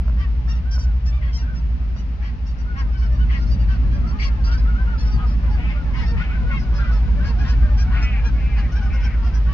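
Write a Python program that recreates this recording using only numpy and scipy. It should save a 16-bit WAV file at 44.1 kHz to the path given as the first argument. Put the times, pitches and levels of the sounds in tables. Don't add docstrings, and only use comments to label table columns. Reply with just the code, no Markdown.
import sys
import numpy as np
from scipy import signal
from scipy.fft import rfft, irfft
from scipy.io import wavfile
from scipy.ndimage import map_coordinates

SR = 44100
rng = np.random.default_rng(int(sys.argv[2]) if len(sys.argv) > 2 else 0)


def to_wav(sig):
    pcm = np.clip(np.atleast_2d(sig), -1, 1) * 32767
    pcm = np.round(pcm).astype(np.int16)
    wavfile.write(sys.argv[1], SR, pcm.T)


N = 420273
TIME = np.arange(N) / SR

# time in seconds, wind rumble in dB, far hiss in dB.
AIR_LEVELS = [(0.05, -36.5, -46.5), (2.63, -37, -47.5), (3.31, -32.5, -45), (7.44, -31, -42.5),
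              (9.5, -33, -43)]
# frequency in Hz, spectral level in dB.
RUMBLE_SPECTRUM = [(25, -4), (45, 4), (75, 9), (100, -3.5), (170, -3), (240, -8.5), (320, -20.5),
                   (500, -35), (1000, -60.5)]
HISS_SPECTRUM = [(200, 10), (400, 4.5), (650, 4.5), (1000, 3), (1600, -0.5), (2700, -2), (3600, -9.5),
                 (5200, -11), (6800, -23.5), (9000, -39)]
# frequency in Hz, left-right likeness from 0 to 1.
AIR_LIKENESS = [(60, 0.18), (150, 1), (300, 0.9), (600, 0.39), (1200, 0.13), (6000, 0.0069)]
# time in seconds, cycles per second.
ENGINE_SPEED = [(0.0, 5.099), (1.0, 5.244), (2.0, 5.074), (3.0, 5.058), (4.0, 4.891), (5.0, 4.829),
                (6.5, 4.831), (8.0, 4.894), (9.53, 4.85)]
# multiple of the cycle rate, level in dB.
ENGINE_ORDERS = [(11, 6), (8, -6), (10, -7.5), (13, -1), (14, -15), (16, -14), (24, -11.5)]
# time in seconds, level in dB.
ENGINE_LEVEL = [(0, -17.5), (1.6, -20), (2.4, -22.5), (2.7, -20.5), (3.1, -16.5), (4.6, -18), (6, -18),
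                (7.7, -16), (8.7, -18.5), (9.53, -17.5)]
# start in seconds, peak in dB.
TICK_HITS = [(.081, -27), (0.097, -30), (.78, -29), (1.964, -32)]
# frequency in Hz, level in dB, seconds to fade by 60 dB.
CAMERA_MODES = [(634, -12, 0.051), (1090, -15, 0.042), (1380, -3.5, 0.012), (2750, -17.5, 0.0097),
                (4920, -11, 0.0019)]

# centre in Hz, width in Hz.
GOOSE_THROAT = [(1450, 520), (2700, 2300), (4900, 1580), (8600, 550)]
DISTANT_THROAT = [(700, 610), (1400, 2000)]
NASAL_RESONANCE = [(2370, 1270)]
# time in seconds, level of a far honk in dB, right-ear lag in ms.
FLOCK_PATH = [(0, -57, 0.12), (2.2, -56, 0.26), (4, -47.5, 0.24), (6, -46, 0.12), (8, -46, 0.031),
              (9.5, -49, -0.12)]
# start in seconds, length in seconds, top pitch in Hz,
# place of that top from 0 to 1, level in dB.
ANSWER_CALLS = [(0.498, 0.049, 705, 0.9, -50), (0.655, 0.11, 800, 0.55, -48), (0.81, 0.13, 763, 0.2, -55),
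                (1.422, 0.08, 809, 0.5, -48.5), (1.47, 0.07, 772, 0.6, -50), (2.653, 0.13, 737, 0.3, -47),
                (4.037, 0.091, 690, 0.7, -47), (4.115, 0.077, 621, 0.9, -46.5),
                (4.451, 0.09, 743, 0.9, -42), (4.647, 0.1, 741, 0.8, -42), (4.749, 0.07, 783, 0.8, -40.5),
                (4.875, 0.08, 736, 0.4, -38), (5.435, 0.078, 718, 0.7, -51),
                (5.756, 0.073, 726, 0.45, -45.5), (6.206, 0.02, 735, 0.6, -36),
                (6.298, 0.069, 779, 0.8, -40.5), (6.471, 0.07, 756, 0.2, -38.5),
                (6.787, 0.052, 704, 0.5, -37.5), (6.788, 0.07, 800, 0.52, -40),
                (6.846, 0.087, 737, 0.6, -41), (7.202, 0.05, 796, 0.6, -41.5),
                (7.624, 0.061, 806, 0.4, -45), (7.847, 0.064, 726, 0.6, -49),
                (7.978, 0.07, 737, 0.5, -42.5), (9.12, 0.052, 753, 0.51, -50)]
# start in seconds, length in seconds, top pitch in Hz,
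# place of that top from 0 to 1, level in dB, roughness (0 is clean).
LONG_CALLS = [(5.57, 0.22, 259, 0.53, -42.5, 0.4), (6.169, 0.21, 254.6, 0.5, -42.5, 0.6),
              (7.943, 0.265, 251.4, 0.43, -38, 0.3), (8.374, 0.31, 237.3, 0.3, -45, 0.2),
              (8.898, 0.26, 241.2, 0.2, -44, 0.36)]
# start in seconds, length in seconds, top pitch in Hz, level in dB,
# bright ring in dB against that level, nasal resonance in Hz, roughness (0 is clean).
BARK_CALLS = [(0.178, 0.073, 391.3, -41.5, -18, 1920, 0.54), (1.22, 0.08, 553.5, -43, -26, 1990, 0.8),
              (2.215, 0.086, 287.3, -45.5, -13.5, 1930, 0.62), (2.758, 0.058, 276.3, -39, -30, 1870, 0.1),
              (3.293, 0.086, 282.4, -36.5, -20.5, 1980, 0.6), (3.68, 0.09, 384, -46.5, -11.5, 1640, 0.7),
              (4.192, 0.096, 563, -35.5, -6, 2080, 0.98), (4.46, 0.094, 463.5, -40.5, -34, 1460.0, 0.7),
              (5.179, 0.081, 422, -41, -33, 1310, 0.8), (5.695, 0.038, 431.4, -40.5, -21, 1990, 1.1),
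              (5.935, 0.12, 321.6, -38.5, -14, 1970, 0.65), (6.17, 0.085, 357, -39.5, -21, 1910, 1),
              (6.503, 0.08, 547.4, -34.5, -31, 2130, 0.41), (6.79, 0.12, 400, -43.5, -20, 1980, 0.4),
              (7.233, 0.079, 557.4, -40.5, -8, 1650, 0.8), (7.435, 0.11, 377, -39.5, -14, 1620, 1.1),
              (7.905, 0.125, 371, -37, -24.5, 1550, 1), (8.57, 0.038, 418.3, -40.5, -12, 1720.0, 0.8),
              (9.228, 0.065, 465, -45, -10, 1230, 0.6), (9.463, 0.092, 379, -42, -27, 1594, 0.3)]
# start in seconds, length in seconds, top pitch in Hz, level in dB,
# bright ring in dB against that level.
HONK_CALLS = [(0.482, 0.072, 932, -44, -3.5), (0.554, 0.032, 968, -50, -9.5), (0.717, 0.05, 791, -47, 6.5),
              (0.789, 0.065, 780, -52.5, 10), (1.061, 0.045, 886, -47, 0.5), (1.126, 0.06, 1212, -46, -24),
              (1.274, 0.044, 1114, -49, -24), (1.334, 0.065, 1062, -49, 8.5), (1.383, 0.055, 940, -50, -2),
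              (1.549, 0.052, 691, -50, -3), (1.967, 0.052, 974, -52, -2), (2.459, 0.065, 934, -56, 3),
              (2.583, 0.044, 950, -54.5, -0.5), (2.778, 0.045, 706, -48.5, -1),
              (2.929, 0.05, 768, -44.5, -18.5), (2.977, 0.042, 750, -54.5, 1), (3.01, 0.065, 761, -42, -13),
              (3.119, 0.064, 940, -58.5, -1), (3.194, 0.043, 748, -39.5, -28),
              (3.373, 0.084, 710, -46.5, -5.5), (3.467, 0.054, 893, -55.5, 4.5),
              (3.505, 0.052, 959, -56, 8.5), (3.589, 0.065, 952, -51, -6), (3.691, 0.052, 772, -42, -18),
              (3.917, 0.064, 817, -44.5, -13), (4.075, 0.045, 914, -55.5, 5.5),
              (4.445, 0.055, 688, -43.5, 1.5), (4.521, 0.04, 770, -38, -6), (4.579, 0.024, 842, -48.5, 3.5),
              (4.985, 0.055, 872, -48, 3.5), (5.049, 0.055, 768, -45, -4), (5.107, 0.064, 939, -56.5, 9.5),
              (5.266, 0.081, 654, -48, -3.5), (5.499, 0.066, 932, -62, 7), (6.059, 0.06, 921, -43.5, -3.5),
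              (6.582, 0.06, 845, -57.5, 7), (6.736, 0.09, 850, -47, -1.5), (6.918, 0.075, 889, -47.5, -3.5),
              (7.39, 0.05, 821, -39.5, -13), (7.478, 0.042, 835, -44, -1), (7.783, 0.05, 817, -40.5, -1.5),
              (8.023, 0.03, 883, -47, 5), (8.248, 0.04, 822, -36, -13), (8.725, 0.02, 744, -43, -9),
              (8.76, 0.032, 790, -36.5, -16), (8.815, 0.063, 754, -41, -17),
              (8.933, 0.036, 743, -42, -11.5), (9.008, 0.04, 746, -48, -7), (9.041, 0.029, 792, -37, -10),
              (9.342, 0.042, 822, -46.5, -2)]
# time in seconds, roughness from 0 to 1.
HONK_HOARSENESS = [(1, 0.25), (4.1, 0.35), (4.45, 0.6), (4.95, 0.25), (6.1, 0.3), (6.6, 0.6), (8.3, 0.42)]
# time in seconds, centre in Hz.
HONK_RING = [(0.5, 5530), (2.8, 5240), (3.1, 5060), (6.8, 5020), (8, 5420)]

# time in seconds, delay in seconds.
GROUND_DELAY = [(0, 0.0042), (6.5, .009), (9.5, .007)]
# frequency in Hz, left minus right in dB.
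MIC_BALANCE = [(300, 0), (650, -2), (1000, 1.5), (1700, 1.5), (2500, 5), (3600, 5), (4600, -1), (5800, 1.5),
               (7000, 14), (9000, 0)]
# frequency in Hz, lead of the left in radians.
MIC_PHASE = [(400, 0), (1000, .4), (1800, .8), (2500, .6), (3700, 4), (4200, 5), (5200, 9), (6500, 8.5)]

CUTOFF_HZ = 6837


def from_db(db):
    return 10 ** (np.asarray(db) / 20)


def unit_rms(x):
    return x / np.sqrt(np.mean(x ** 2) + 1e-20)


def in_time(rows, at=TIME):
    seconds, *columns = np.transpose(rows)
    return [np.interp(at, seconds, column) for column in columns]


def per_bin(points):
    hz, value = np.transpose(points)
    return np.interp(np.log(np.fft.rfftfreq(N, 1 / SR) + 1), np.log(hz), value)


def wander(rate_hz, size):
    at = np.arange(size) * rate_hz / SR
    return map_coordinates(rng.standard_normal(int(at[-1]) + 2), [at], order=1)


def add(track, start, sound):
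    at = int(np.clip(start * SR, 0, N - 1))
    track[at:at + len(sound)] += sound[:N - at]


def air_noise(spectrum):
    alike = np.clip(per_bin(AIR_LIKENESS), 0, 1)
    mid, side = rfft(rng.standard_normal((2, N))) * from_db(per_bin(spectrum))
    return unit_rms(irfft(np.sqrt(1 + alike) * mid + np.sqrt(1 - alike) * side * [[1], [-1]], N))


def outdoor_hiss(trim_db=1.0):
    return from_db(in_time(AIR_LEVELS)[1] + trim_db) * air_noise(HISS_SPECTRUM)


def wind_rumble(trim_db=6.5, gust_db=2.0):
    level_db = in_time(AIR_LEVELS)[0] + trim_db + gust_db * wander(12, N)
    return from_db(level_db) * air_noise(RUMBLE_SPECTRUM)


def engine(unsteady_db=2.0, slip_radians=0.24, first_dip_cycles=0.213):
    turn = 2 * np.pi * (np.cumsum(in_time(ENGINE_SPEED)[0]) / SR - first_dip_cycles)
    (main_order, main_db), *sides = ENGINE_ORDERS
    main_tone = from_db(main_db) * np.cos(main_order * turn)
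    side_tones = sum(from_db(db) * np.cos(order * turn - slip_radians) for order, db in sides)
    level_db = in_time(ENGINE_LEVEL)[0] + unsteady_db * wander(5.9, N)
    return from_db(level_db) * unit_rms(side_tones - main_tone)


def camera_ticks():
    out, t = np.zeros(N), TIME[:SR // 20]
    ring = sum(from_db(db - 60 * t / t60) * np.sin(2 * np.pi * hz * t) for hz, db, t60 in CAMERA_MODES)
    for start, peak_db in TICK_HITS:
        add(out, start, from_db(peak_db) * ring / np.abs(ring).max())
    return out


def bird_call(length, pitch, top, levels_db, rough, throat, bend, scoop=0.04, droop=0.049,
              waver=0.0036, settle=0.94, jitter=0.016, rasp=0.96, subharmonics=0.98, fundamental_db=0.0,
              twinkle_db=2.5, swell=0.46, bright_swell=0.29, lateness=0.86, steep=1.58):
    size = int(length * SR)
    progress = np.linspace(0, 1, size)
    arch = -bend * (progress - top) ** 2 - scoop * (1 - progress) ** 6 - droop * progress ** 6
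    hz = pitch * np.exp(arch + waver * wander(70, size))
    hoarse = 2 * rough * (1 - progress) ** settle
    phase = 2 * np.pi * np.cumsum(hz * (1 + jitter * hoarse * wander(400, size))) / SR

    orders = np.arange(2, int(3 * CUTOFF_HZ / pitch))[:, None] / 2
    strength = np.where(orders % 1 == 0, 1, subharmonics * hoarse)
    strength *= from_db(fundamental_db * (orders == 1))
    flutter = np.array([wander(260, size) for _ in orders])
    twinkle = np.array([wander(44.3, size) for _ in orders])
    strength *= from_db(twinkle_db * twinkle) * (1 + rasp * hoarse * flutter)
    scatter = 1.22 * rng.standard_normal(orders.shape)
    partials = strength * np.cos(orders * phase + scatter)

    push = np.abs(np.sin(np.pi * progress ** lateness))
    out = 0
    for n, ((centre_hz, width_hz), level_db) in enumerate(zip(throat, levels_db)):
        moving_hz = centre_hz * (hz / pitch) ** 0.66
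        resonance = 1 / (1 + (2 * (orders * hz - moving_hz) / width_hz) ** 2) ** steep
        effort = push ** (swell + bright_swell * n)
        out = out + from_db(level_db) * unit_rms(effort * (resonance * partials).sum(0))
    return out


def far_flock(count=190, centre_pitch_hz=620, dull_db=(-12.0, -7.0)):
    out = np.zeros(N)
    for n, (when, long, high, loud) in enumerate(rng.uniform(-1, 1, (count, 4))):
        start = (n + 0.5 + when) / count * TIME[-1]
        length = 0.1 + 0.03 * long
        pitch = centre_pitch_hz * 2 ** (0.55 * high)
        levels_db = in_time(FLOCK_PATH, start)[0] + 4 * loud + np.array(dull_db)
        add(out, start, bird_call(length, pitch, top=0.352, levels_db=levels_db, rough=0.23,
                                  throat=DISTANT_THROAT, bend=0.422, fundamental_db=-3.0))
    return out


def answering_geese(hollow_db=(-1.0, -17.0), overhang_s=0.01):
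    out = np.zeros(N)
    for start, length, pitch, top, level_db in ANSWER_CALLS:
        answer = bird_call(length + 2 * overhang_s, pitch, top, level_db + np.array(hollow_db),
                           rough=0.13, throat=GOOSE_THROAT[:2], bend=0.25, droop=0.077, waver=0.007)
        add(out, start - overhang_s, answer)
    return out


def nasal_bird():
    out = np.zeros(N)
    for start, length, pitch, top, level_db, rough in LONG_CALLS:
        add(out, start, bird_call(length, pitch, top, [level_db], rough, NASAL_RESONANCE,
                                  bend=0.42, swell=0.24, lateness=0.85, subharmonics=0.4))
    return out


def barking_geese(body_trim_db=-3.5, ring_trim_db=-0.5, edge_db=-28.5, overhang_s=0.008):
    out = np.zeros(N)
    windpipe, nasal_bite = (1110, 200), (2870, 1100)
    for start, length, pitch, level_db, bright_db, nasal_hz, rough in BARK_CALLS:
        body_db = level_db + body_trim_db
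        windpipe_db = body_db + 0.5 - 11 * rough
        bite_db = body_db - 7.5 + 0.12 * (bright_db + 15.0)
        ring_db = level_db + bright_db + ring_trim_db
        throat = [(nasal_hz, 560), windpipe, nasal_bite, *GOOSE_THROAT[2:]]
        levels_db = [body_db, windpipe_db, bite_db, ring_db, ring_db + edge_db]
        bark = bird_call(length + 2 * overhang_s, pitch, top=0.5, levels_db=levels_db, rough=rough,
                         throat=throat, bend=0.16, droop=0.062, settle=1.2, rasp=1.0, subharmonics=0.64,
                         swell=0.39, bright_swell=0.15, lateness=1.41, steep=1.19)
        add(out, start - overhang_s, bark)
    return out


def honking_geese(body_trim_db=-4.0, ring_trim_db=-2.5, edge_db=-28.5, usual_hz=820, overhang_s=0.0093):
    out = np.zeros(N)
    low, middle, (_, ring_width_hz), edge = GOOSE_THROAT
    for start, length, pitch, level_db, bright_db in HONK_CALLS:
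        opening = from_db(-4.5 + 23.5 * np.log2(pitch / usual_hz))
        weights = np.array([1, opening]) / np.hypot(1, opening)
        body_db = level_db + body_trim_db + 20 * np.log10(weights)
        ring_db = level_db + bright_db + ring_trim_db
        throat = [low, middle, (in_time(HONK_RING, start)[0], ring_width_hz), edge]
        levels_db = [*body_db, ring_db, ring_db + edge_db]
        rough = in_time(HONK_HOARSENESS, start)[0]
        top, scoop = np.array([0.42, 0.05]) * (1 + 0.4 * rng.uniform(-1, 1, 2))
        honk = bird_call(length + 2 * overhang_s, pitch, top, levels_db, rough, throat, bend=0.16,
                         scoop=scoop, droop=0.022, waver=0.006, settle=1.8, subharmonics=0.65)
        add(out, start - overhang_s, honk)
    return out


def open_air(birds, t60=0.11, scatter_db=-5.0, ground_db=-3.5, dull_hz=2800):
    def delayed(seconds):
        return map_coordinates(birds, [(TIME - seconds) * SR], order=2)

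    ear_lag = in_time(FLOCK_PATH)[1] / 1000
    direct = np.array([delayed(-ear_lag / 2), delayed(ear_lag / 2)])
    bounce = from_db(ground_db) * delayed(in_time(GROUND_DELAY)[0])
    t = TIME[:SR]
    tail = rng.standard_normal((2, SR)) * from_db(-60 * t / t60) * (1 - np.exp(-t / 0.011))
    tail = signal.sosfilt(signal.butter(2, dull_hz, fs=SR, output="sos"), unit_rms(tail) / np.sqrt(SR))
    return direct + bounce + from_db(scatter_db) * signal.fftconvolve(birds[None], tail, axes=1)[:, :N]


def scene():
    air = wind_rumble() + outdoor_hiss()
    birds = honking_geese() + barking_geese() + answering_geese() + far_flock() + nasal_bird()
    return air + open_air(birds) + engine() + camera_ticks()


def record(dry, shelf_db=-9.5, top_hz=15700):
    sides = np.array([[0.5], [-0.5]])
    balance = from_db(per_bin(MIC_BALANCE) * sides)
    balance /= np.sqrt(np.mean(balance ** 2, axis=0))
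    phase_shift = np.exp(1j * per_bin(MIC_PHASE) * sides)
    shelf = from_db(per_bin([(CUTOFF_HZ, 0), (1.05 * CUTOFF_HZ, shelf_db)]))
    coloured = irfft(rfft(dry) * balance * phase_shift * shelf, N)
    return signal.sosfilt(signal.cheby2(12, 70, top_hz, fs=SR, output="sos"), coloured)


dry = scene()
out = record(dry)
to_wav(out)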